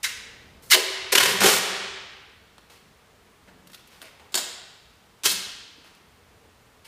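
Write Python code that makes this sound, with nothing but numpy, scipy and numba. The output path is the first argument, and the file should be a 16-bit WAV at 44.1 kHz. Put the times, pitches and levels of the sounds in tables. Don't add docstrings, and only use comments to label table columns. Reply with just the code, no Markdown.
import sys
import numpy as np
from scipy import signal
from scipy.fft import rfft, irfft, next_fast_len
from scipy.io import wavfile
from scipy.ndimage import uniform_filter1d
from numba import njit

SR = 44100
rng = np.random.default_rng(int(sys.argv[2]) if len(sys.argv) > 2 else 0)


def output_pcm(signal):
    pcm = np.clip(np.atleast_2d(signal).T, -1, 1) * 32767
    wavfile.write(sys.argv[1], SR, np.round(pcm).astype(np.int16))


def field_ratio(decibels):
    return 10 ** (np.asarray(decibels, dtype=float) / 20)


N = 303270


def on_log(table, hz):
    rows = np.array(table, float)
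    return np.interp(np.log(np.maximum(hz, 1)), np.log(rows[:, 0]), rows[:, 1])


def colour(x, gain_db):
    size = next_fast_len(len(x) + 2048)
    cepstrum = irfft(gain_db(np.fft.rfftfreq(size, 1 / SR)) * np.log(10) / 20, size)
    cepstrum[1:size // 2] *= 2
    cepstrum[size // 2 + 1:] = 0
    return irfft(rfft(x, size) * np.exp(rfft(cepstrum)), size)


def unit(x):
    return x / np.sqrt(np.mean(x ** 2))


def band(x, hz, width):
    return signal.lfilter(*signal.iirpeak(hz, hz / width, fs=SR), x)


def half_octave(hz, centre):
    return np.clip(1 - 2 * np.abs(np.log2(np.maximum(hz, 1) / centre)), 0, 1)


def walk(rate):
    hold = int(SR / rate)
    levels = np.repeat(rng.standard_normal(N // hold + 1), hold)
    return uniform_filter1d(uniform_filter1d(levels, hold), hold)[:N]


def air():
    # (frequency [Hz], density [dB per Hz])
    density = [(15, -48), (25, -11), (75, -0.5), (168, -7.5), (208, -6.5), (287, -10.5), (386, -12),
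               (418, -6.5), (518, -11.5), (1040, -13.5), (1470, -15), (1640, -16.5), (2030, -17.5),
               (15200, -33.5)]
    # (time [s], level [dB])
    rumble = [(0, 1.5), (1.5, 6.5), (2.4, -2.5), (6.9, -3)]
    swell_db = np.interp(np.arange(N) / SR, *np.transpose(rumble))
    hz = np.fft.rfftfreq(N, 1 / SR)
    noise = rfft(rng.standard_normal(N)) * field_ratio(on_log(density, hz))
    scale = np.std(irfft(noise, N))
    out = np.zeros(N)
    for centre in 22 * 2 ** np.arange(0, 10, .5):
        bass = 1 / (1 + (centre / 700) ** 2)
        level_db = bass * swell_db + (.4 + 1.5 * bass) * walk(5)
        out += irfft(noise * half_octave(hz, centre), N) * field_ratio(level_db)
    return out / scale * field_ratio(-55.5)


def whine():
    # (time [s], level [dB])
    fade = [(0, -61.5), (0.699, -62.5), (1.499, -73), (6.9, -78)]
    tone = unit(band(rng.standard_normal(N), hz=462, width=24.87))
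    return tone * field_ratio(np.interp(np.arange(N) / SR, *np.transpose(fade)))


def hall():
    # (frequency [Hz], t60 [s])
    t60 = [(100, 1.28), (300, 0.77), (800, 1.0373), (2500, 1.28), (4500, 1.0962), (6400, 0.783),
           (9000, 0.6642), (13000, 0.36)]
    # (frequency [Hz], level [dB])
    tail_db = [(100, 0.0078), (500, 0.00081), (2000, 0.008), (5000, 0.0011), (10000, 0.0073),
               (15000, 0.017)]
    # (delay [ms], level [dB])
    echoes = [(11, -11.5), (29, -19), (47, -20), (58, -22.5)]
    build_ms, diffuse_db = 18, -2
    s = np.arange(2 * SR) / SR
    noise = rng.standard_normal(len(s))
    spectrum, hz = rfft(noise), np.fft.rfftfreq(len(s), 1 / SR)
    tail = np.zeros(len(s))
    for centre in 60 * 2 ** np.arange(0, 8.5, .5):
        fade = field_ratio(on_log(tail_db, centre) - 60 * s / on_log(t60, centre))
        tail += irfft(spectrum * half_octave(hz, centre), len(s)) * fade
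    tail *= (1 - np.exp(-s * 1000 / build_ms)) * field_ratio(diffuse_db) / np.sqrt(SR / 10)
    smear = np.exp(-np.arange(64) / 20) / np.sqrt(10)
    for ms, db in echoes:
        at = int(ms * SR / 1000)
        tail[at:at + 64] += field_ratio(db) * noise[at:at + 64] * smear
    return tail


def fibres():
    snaps_per_s, spread_db = 16000, 1.6
    when, sign, size = rng.random(N), rng.standard_normal(N), rng.exponential(size=N)
    return unit((when < snaps_per_s / SR) * sign * field_ratio(spread_db * size))


def envelope(length_ms, share, longest_ms=60):
    swell_ms = max(min(share * length_ms, longest_ms), .3)
    fade_ms = max(length_ms - swell_ms, .5)
    ms = np.arange(int((5 * length_ms + 25) * SR / 1000)) * 1000 / SR
    swell = np.clip(ms / swell_ms, 0, 1) ** 0.72
    return swell * np.exp(-(np.maximum(ms - swell_ms, 0) / fade_ms) ** 1.35)


def tape(snaps, slips, spectrum, share, longest_ms, drum_db):
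    crackle, push = np.zeros(N + 2 * SR), np.zeros(N + 2 * SR)
    for start, length_ms, db, tilt_db in slips:

        def gain_db(hz):
            return on_log(spectrum, hz) + tilt_db * np.log2(np.clip(hz, 150, 12000) / 3000)

        at, force = int(start * SR), envelope(length_ms, share, longest_ms)
        end = at + len(force)
        loudness = np.sqrt(np.mean(field_ratio(2 * gain_db(np.linspace(0, SR / 2, 512)))))
        burst = np.resize(snaps[at:], len(force)) * force * field_ratio(db)
        crackle[at:end] += colour(burst, gain_db)[:len(force)] / loudness
        push[at:end] += burst * field_ratio(drum_db)
    return crackle[:N], push[:N]


def pitched(snaps, events, sharpness):
    out = np.zeros(N + 2 * SR)
    for start, length_ms, db, hz in events:
        at, force = int(start * SR), envelope(length_ms, share=0.53)
        tone = unit(band(np.resize(snaps[at:], len(force)), hz, hz / sharpness))
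        out[at:at + len(force)] += tone * force * field_ratio(db)
    return out[:N]


def shuffle(snaps):
    # (time [s], length [ms], level [dB], brightness [dB per octave])
    rubs = [(3.474, 25, -50, -1.3), (3.500, 28, -53.5, -3), (3.548, 29, -60, -6), (3.600, 74, -58.5, -5.5),
            (3.780, 29, -60, -0.4), (4.196, 23, -58, -3), (4.245, 34, -56, 3), (5.300, 90, -48, -4)]
    # (frequency [Hz], density [dB per Hz])
    spectrum = [(90, -27.5), (180, 5), (400, -1.5), (1000, -0.5), (2000, -15), (5000, -26), (15000, -44)]
    return tape(snaps, rubs, spectrum, share=0.292, longest_ms=36, drum_db=-40)


def rustle(snaps):
    # (time [s], length [ms], level [dB], brightness [dB per octave])
    chirps = [(2.580, 7, -49.5, 1.5), (2.697, 15, -48.5, 3), (2.710, 73, -53, 4), (3.671, 7.7, -47.5, 8),
              (3.698, 7.9, -48, 3), (3.716, 11, -52, 8), (3.731, 13, -46, 5), (3.744, 9.6, -43.5, 6.5),
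              (3.873, 9, -51, 9), (3.900, 150, -54.5, 3.5), (4.016, 6, -41.5, 4.5), (4.024, 10, -45.5, 1.2),
              (4.040, 68, -58, 2.5), (4.196, 8, -50, 1.5), (5.778, 5.9, -48, -11), (5.835, 70, -53, 2.5),
              (5.948, 8.6, -54.5, 5.5), (6.448, 11, -54, -5.5), (6.819, 4, -54, -4), (6.845, 36, -47.5, 5)]
    # (frequency [Hz], density [dB per Hz])
    spectrum = [(100, -34), (300, 11.5), (1000, 8), (2500, 2), (4500, -3.5), (7000, -12), (10000, -15),
                (15000, -20.5)]
    return tape(snaps, chirps, spectrum, share=0.18, longest_ms=40, drum_db=-19)


def chirping(snaps):
    # (time [s], length [ms], level [dB], pitch [Hz])
    chirps = [(2.579, 7.4, -55, 3410), (3.474, 24, -51.5, 1500), (3.742, 9, -49.5, 3600),
              (3.776, 9, -53, 2400), (4.016, 16, -50, 9600), (4.024, 57, -54, 2240), (4.030, 47, -56, 620),
              (4.195, 41, -54, 890), (4.3415, 6.5, -22.5, 3760), (4.351, 9, -27.5, 7000),
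              (5.298, 15, -27, 4500)]
    return pitched(snaps, chirps, sharpness=3.8)


def flap(snaps):
    # (time [s], length [ms], level [dB], pitch [Hz])
    flaps = [
        (1.200, 240, -36, 130),
        (1.231, 111, -26.5, 189.7),
        (1.415, 78, -30.5, 124),
        (1.425, 85, -24, 200),
        (1.443, 35, -15, 382),
        (3.515, 120, -57, 185),
    ]
    return pitched(snaps, flaps, sharpness=11)


def tugs(snaps):
    # (time [s], length [ms], level [dB])
    jerks = [
        (.736, 40, -14.5),
        (1.120, 19.7, -21),
        (1.149, 14, -25),
        (1.225, 15, -22),
        (1.274, 76, -25),
        (1.432, 28, -18.5),
        (1.443, 37, -14),
    ]
    force = np.zeros(N + SR)
    for start, length_ms, db in jerks:
        shape = envelope(length_ms, share=0.45, longest_ms=15) * field_ratio(db)
        force[int(start * SR):][:len(shape)] += shape
    return force[:N] * snaps


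def drum(push):
    # (frequency [Hz], width [Hz], level [dB])
    modes = [(403.5, 35, 0.5), (420, 27, -4), (516.4, 73, -2.5), (610, 70, -10), (774, 48, -6.5)]
    return sum(field_ratio(db + 24.5) * band(band(push, hz, width), hz, 3 * width) for hz, width, db in modes)


def steel(near, push):
    # (frequency [Hz], width [Hz], level [dB])
    tank = [(382, 2.1, 0), (405, 8, -10), (448, 9.5, -7)]
    # (frequency [Hz], width [Hz], level [dB])
    skin = [(1444, 3, 9.5), (1843, 3, 8), (2147, 3.5, 8.5), (2604, 3.5, 9), (3008, 5.8, 8), (3225, 3.5, 10),
            (3740, 4, 9), (4194, 3.5, 10.5), (4414, 4, 9), (5017, 3.5, 10), (5430, 5, 8.5)]
    boom = sum(field_ratio(db + 33.5) * band(band(push, hz, width), hz, 60) for hz, width, db in tank)
    return boom + sum(field_ratio(db) * band(near, hz, width) for hz, width, db in skin)


def picking(snaps):
    # (time [s], length [ms], level [dB], brightness [dB per octave])
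    slips = [
        (.0295, 8, -24.5, 4.5),
        (.036, 22, -21.5, -1),
        (.056, 40, -40, -3),
    ]
    # (frequency [Hz], density [dB per Hz])
    spectrum = [(300, -46), (700, -25), (1200, -15.5), (1800, -4.5), (2600, -7.5), (3700, -9), (6500, -9.5),
                (10600, -14), (15500, -20.5)]
    return tape(snaps, slips, spectrum, share=.45, longest_ms=11, drum_db=-30)


def snapping(snaps):
    # (time [s], length [ms], level [dB], brightness [dB per octave])
    slips = [
        (4.320, 19, -46, -0.4),
        (4.3418, 7.9, -22.5, 0.1),
        (4.352, 13.4, -21, 0.6),
        (4.372, 19, -22, 0.55),
    ]
    # (frequency [Hz], density [dB per Hz])
    spectrum = [(100, -33), (200, -12.5), (620, -5.5), (1170, -9), (1900, -8), (2500, -12), (3800, -5.5),
                (4800, -4), (6000, -13), (7040, -4.5), (8500, -8.5), (9500, -14), (15500, -17)]
    return tape(snaps, slips, spectrum, share=.13, longest_ms=5, drum_db=-25.5)


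def tearing(snaps):
    # (time [s], length [ms], level [dB], brightness [dB per octave])
    slips = [
        (5.2345, 5, -26, 0.8),
        (5.239, 20, -25, 0.6),
        (5.251, 25.6, -14.5, 0.12),
        (5.292, 10.5, -22.5, 1.7),
        (5.308, 24.6, -22.5, 1.8),
    ]
    # (frequency [Hz], density [dB per Hz])
    spectrum = [(100, -8.5), (200, -18), (393, -9), (800, -12), (1100, -6), (2400, -7.5), (3200, -3.5),
                (4700, -3.5), (6200, -4.5), (8500, -6.5), (11100, -7), (15500, -14.5)]
    return tape(snaps, slips, spectrum, share=0.27, longest_ms=9, drum_db=-37)


def first_rip(snaps):
    # (time [s], length [ms], level [dB], brightness [dB per octave])
    slips = [
        (.620, 110, -51.5, 7),
        (.690, 19, -52.5, 3),
        (.700, 16, -22.5, 3),
        (.708, 16, -12.5, 2.5),
        (.718, 10.4, -10.5, 0.4),
        (.729, 10, -7, 0.5),
        (.740, 11, -3, -0.3),
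        (.750, 4.7, -4.5, -0.7),
    ]
    # (frequency [Hz], density [dB per Hz])
    spectrum = [(300, -50.5), (500, -27.5), (700, -27.5), (990, -9.5), (1200, -12), (2000, -4.5),
                (2600, -8.5), (3800, -7), (4400, -7), (13100, -17), (15500, -19)]
    return tape(snaps, slips, spectrum, share=.45, longest_ms=9.7, drum_db=-42)


def stutter(snaps):
    # (time [s], length [ms], level [dB], brightness [dB per octave])
    slips = [
        (1.1195, 19, -11, 1.1),
        (1.1485, 16, -6.5, 0.26),
        (1.1735, 18, -7, -0.079),
        (1.1975, 20.5, -6.5, -0.43),
        (1.2235, 21, -9.5, -0.2),
        (1.2485, 23.7, -10.5, -0.8),
        (1.2735, 70, -16, -0.9),
    ]
    # (frequency [Hz], density [dB per Hz])
    spectrum = [(100, -30), (250, -13), (373, -15.5), (560, -9.5), (784, -11), (1030, -3), (1230, -8),
                (1520, -4.5), (2990, -5.5), (13200, -14), (15500, -24.5)]
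    return tape(snaps, slips, spectrum, share=0.5, longest_ms=13, drum_db=-28)


def long_rip(snaps):
    # (time [s], length [ms], level [dB], brightness [dB per octave])
    slips = [
        (1.4035, 10, -13.5, 0.5),
        (1.412, 27, -11.5, -1.3),
        (1.429, 53, -11, 0.2),
        (1.452, 64, -9.5, 0.3),
        (1.482, 50, -11.5, 1.3),
        (1.508, 57, -18.5, 0.6),
        (1.533, 18, -19, 1.5),
        (1.556, 36, -14.5, 0.7),
    ]
    # (frequency [Hz], density [dB per Hz])
    spectrum = [(53, -47.5), (90, -31), (188, -6), (255, -9.5), (376, -8.5), (690, -4.5), (1270, -5),
                (6300, -9.5), (13500, -15.5), (16000, -29.5)]
    return tape(snaps, slips, spectrum, share=0.26, longest_ms=15, drum_db=-32)


def singing(snaps):
    # (time [s], length [ms], level [dB], pitch [Hz])
    slips = [(.040, 27, -31, 2130), (.042, 18, -29, 3840), (.716, 18, -11.5, 2130), (.727, 18, -7, 3794),
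             (.709, 18, -20.5, 2958), (0.73, 36, -9.5, 2960), (1.15, 7, -17.5, 2780), (1.175, 17, -9, 2990),
             (1.201, 13, -25, 2060), (1.43, 12, -23, 1370), (1.455, 12, -9, 2970), (1.458, 10, -21.5, 6230),
             (5.258, 9, -20.5, 3200)]
    return pitched(snaps, slips, sharpness=21)


def radiated(snaps):
    gestures = [picking, first_rip, stutter, long_rip, snapping, tearing, rustle, shuffle]
    crackle, push = np.sum([gesture(snaps) for gesture in gestures], axis=0)
    push = push + tugs(snaps)
    strip = crackle + chirping(snaps) + flap(snaps) + drum(push)
    no_bass = signal.butter(3, 110, "high", fs=SR, output="sos")
    return signal.sosfilt(no_bass, strip), singing(snaps), push


def scene():
    snaps = fibres()
    front, song, push = radiated(snaps)
    back, back_song, _ = radiated(snaps[::-1])
    song_to_hall = field_ratio(-8.5)
    front_wet = signal.fftconvolve(front + song_to_hall * song, hall())
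    back_wet = signal.fftconvolve(back + song_to_hall * back_song, hall())
    wet = (front_wet + back_wet)[:N] / np.sqrt(2)
    mono = front + song + wet + steel(front, push) + air() + whine()
    return np.array([mono, mono])


@njit
def duck(over_db, attack, hold, release):
    cut, wait, out = 0., 0., np.empty(len(over_db))
    for i in range(len(over_db)):
        if over_db[i] > cut:
            cut, wait = cut + attack * (over_db[i] - cut), hold
        elif wait > 0:
            wait -= 1
        else:
            cut -= release * cut
        out[i] = cut
    return out


def band_limit(x):
    return signal.sosfilt(signal.butter(12, 16460, fs=SR, output="sos"), x)


def record(dry):
    limit_db, attack_ms, hold_ms, release_ms = -15.5, 21, 100, 285
    x = dry - .45 * band(dry, 11350, 200)
    power = signal.lfilter([.006], [1, -.994], x[0] ** 2)
    over_db = 10 * np.log10(power + 1e-12) - limit_db
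    cut_db = duck(over_db, 1000 / (attack_ms * SR), hold_ms * SR / 1000, 1000 / (release_ms * SR))
    x = .95 * np.tanh(x * field_ratio(-cut_db) / .95)
    x = signal.sosfilt(signal.cheby1(12, .3, 15250, fs=SR, output="sos"), x)
    return band_limit(x)


dry = scene()
out = record(dry)
output_pcm(out)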